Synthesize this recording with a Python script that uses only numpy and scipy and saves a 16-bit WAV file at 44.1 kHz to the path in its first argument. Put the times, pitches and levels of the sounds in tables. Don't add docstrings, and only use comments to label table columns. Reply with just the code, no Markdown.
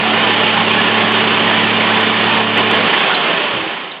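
import sys
import numpy as np
from scipy import signal
from scipy.fft import rfft, irfft, next_fast_len
from scipy.io import wavfile
from scipy.ndimage import uniform_filter1d, minimum_filter1d, map_coordinates

SR = 44100
rng = np.random.default_rng(int(sys.argv[2]) if len(sys.argv) > 2 else 0)


def dump(signal):
    limited = np.clip(np.atleast_2d(signal).T, -1, 1)
    pcm = np.round(limited * 32767).astype(np.int16)
    wavfile.write(sys.argv[1], SR, pcm)


N = 176400

# (frequency [Hz], relative level [dB])
GRIND_SPECTRUM = [(25, -31), (70, -28), (105, -16), (135, -12), (165, -1), (260, -2), (340, -1.5),
                  (520, -1), (700, -0.5), (950, 0), (1350, -1), (1600, -3), (2050, -1.5), (2500, 0.5),
                  (3200, -0.5), (3600, -4.5), (3950, -20.5), (4500, -18.5), (4950, -32)]
# (frequency [Hz], width [Hz], lift [dB])
HOUSING_MODES = [(385, 45, 5), (437, 37, 3), (608, 22, 3.5), (826, 100, 3.5), (992, 14, 3), (1082, 110, 4),
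                 (1420, 27, 1.5), (1754, 130, 5), (2900, 42, 2), (3050, 150, 3), (4330, 200, 1.5)]
# (time [s], level [dB])
ROAR_LEVELS = [(0, -15.5), (.13, -13.5), (.62, -13.8), (.645, -17), (.68, -13.5), (2.2, -13.5), (2.26, -13),
               (2.41, -13.5), (2.44, -17), (2.53, -17.5), (2.58, -10.5), (2.65, -16), (2.73, -12.5),
               (3.13, -13.5), (3.45, -16.5), (3.69, -20.5), (3.88, -26), (4, -32)]

def milling_roar():
    drum_hz, drum_drift, top_hz = 29.91, .015, 5050
    flutter_db, surge_db, trim_db = 1.0, .5, -0.16

    def colour(f):
        housing = sum(db / (1 + (2 * (f - hz) / width) ** 2) for hz, width, db in HOUSING_MODES)
        return amp(along(GRIND_SPECTRUM, f) + housing) * (f < top_hz)

    grind = unit(filtered(patchy_noise(depth_db=1.07), colour))
    flutter = flutter_db * np.sin(phase(drum_hz * (1 + drum_drift * wobble(4))))
    surge = surge_db * wobble(22)
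    return grind * amp(curve(ROAR_LEVELS) + trim_db + flutter + surge)


# (multiple of the engine cycle, level against the hum [dB])
EXHAUST_ORDERS = [(3, -10), (4, -27), (5, -11), (6, -1.5), (8, -9.5), (12, -9.5), (27, -12.5), (48, -12.5)]
# (frequency [Hz], level against the hum [dB])
GEAR_WHINES = [(1538, -15.5), (1886, -12), (2325, -12.5), (2886, -9.5)]
# (time [s], level [dB])
HUM_LEVELS = [(0, -26), (.5, -23.5), (2.78, -23.5), (2.86, -26.5), (2.93, -47), (4, -68)]

def diesel_hum():
    cycle_hz, speed_drift, waver_db = 36.7, 0.00179, 0.5
    speed = 1 + speed_drift * wobble(7)
    tones = [(order * cycle_hz, db) for order, db in EXHAUST_ORDERS] + list(GEAR_WHINES)
    hum = sum(amp(db + waver_db * wobble(9)) * np.sin(phase(hz * speed)) for hz, db in tones)
    return np.sqrt(2) * hum * amp(curve(HUM_LEVELS))


# (start [s], length [s], start pitch [Hz], end pitch [Hz], level [dB])
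SQUEAL_GLIDES = [(0.039, 0.12, 755, 722, -21), (.3, 0.23, 825, 862, -22.5), (0.523, 0.13, 825, 797, -20.5),
                 (0.768, 0.053, 1730, 1715, -12.5), (2.27, .15, 897, 935, -19),
                 (2.69, 0.2, 488.5, 516, -26.5), (3.02, 0.074, 1605, 1580, -24),
                 (3.091, 0.053, 1464, 1440, -14.5), (3.04, .12, 810, 794, -26.5),
                 (3.001, 0.43, 784, 632, -24.5), (3.399, 0.16, 600, 570, -29),
                 (3.546, 0.16, 320, 326, -26.5)]

def squeals():
    fade_s, roughness, octave_db = 0.044, .014, -16.5
    t, out = np.arange(N) / SR, np.zeros(N)
    for start, length, start_hz, end_hz, db in SQUEAL_GLIDES:
        end = start + length
        glide_hz = np.interp(t, [start, end], [start_hz, end_hz])
        angle = phase(glide_hz * (1 + roughness * wobble(90)))
        ramp = np.clip(np.minimum(t - start, end - t) / fade_s, 0, 1)
        tone = np.sin(angle) + amp(octave_db) * np.sin(2 * angle)
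        out += amp(db) * np.sin(np.pi / 2 * ramp) * tone
    return out


# (time [s], level [dB])
CLICK_HITS = [(.338, -26), (.722, -28), (1.124, -21.5), (1.529, -42), (1.866, -43), (2.008, -22.5),
              (2.259, -33), (2.578, -14.5), (2.714, -16), (2.755, -23.5), (2.932, -40), (2.994, -27.5)]
# (frequency [Hz], gain [dB])
CLICK_SPECTRUM = [(1000, 0.5), (5500, 0), (9000, -3.5), (13000, -16.5), (16000, -13.5)]

def overload_clicks():
    pulses = np.zeros(N)
    for time, db in CLICK_HITS:
        pulses[round(time * SR)] = 2 * amp(db)
    return filtered(pulses, lambda f: amp(along(CLICK_SPECTRUM, f)))


# (time [s], frequency [Hz], width [Hz], rise [s], level [dB])
KNOCK_BURSTS = [(3.142, 3650, 620, 0.0057, -20.5), (3.53, 120, 35, 0.028, -35),
                (3.914, 3650, 380, 0.0046, -31.5)]

def knocks():
    t, out = np.arange(N) / SR, np.zeros(N)
    for start, hz, width, rise, db in KNOCK_BURSTS:
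        age = np.maximum(t - start, 0) / rise
        ring = unit(filtered(rng.standard_normal(N), lambda f: np.exp(-((f - hz) / width) ** 2)))
        out += amp(db) * ring * age * np.exp(1 - age)
    return out


def amp(db):
    return 10 ** (np.asarray(db) / 20)


def unit(x):
    return x / np.sqrt(np.mean(x ** 2) + 1e-20)


def along(points, hz):
    f, v = np.transpose(points)
    return np.interp(np.log(hz + 1), np.log(f + 1), v)


def curve(rows):
    return np.interp(np.arange(N) / SR, *np.transpose(rows))


def wobble(rate):
    return map_coordinates(rng.standard_normal(int(N * rate / SR) + 4), [np.arange(N) * rate / SR])


def phase(hz):
    return 2 * np.pi * (np.cumsum(hz) / SR + rng.random())


def filtered(x, response):
    m = next_fast_len(N + SR // 2)
    return irfft(rfft(x, m) * response(np.fft.rfftfreq(m, 1 / SR)), m)[..., :N]


def patchy_noise(depth_db, size=1024):
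    spectrum = signal.stft(rng.standard_normal(N), nperseg=size)[2]
    patches = uniform_filter1d(rng.standard_normal(spectrum.shape), size=5, axis=0)
    patches = uniform_filter1d(patches, size=5, axis=1)
    return signal.istft(spectrum * amp(depth_db * unit(patches)), nperseg=size)[1][:N]


def panned(x, right_db):
    gains = amp([[-right_db / 2], [right_db / 2]])
    return x * gains / gains.mean()


def scene():
    machine = diesel_hum() + milling_roar() + squeals() + knocks()
    return panned(machine, right_db=3) + panned(overload_clicks(), right_db=16.5)


def record(dry):
    ceiling, limiter_s, top_hz = .97, .004, 16000
    window = int(limiter_s * SR)
    peak = np.abs(dry).max(axis=0)
    held_gain = minimum_filter1d(ceiling / np.maximum(peak, ceiling), 2 * window)
    smooth_gain = uniform_filter1d(uniform_filter1d(held_gain, window), window)
    return filtered(dry * smooth_gain, lambda f: f < top_hz)


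dry = scene()
out = record(dry)
dump(out)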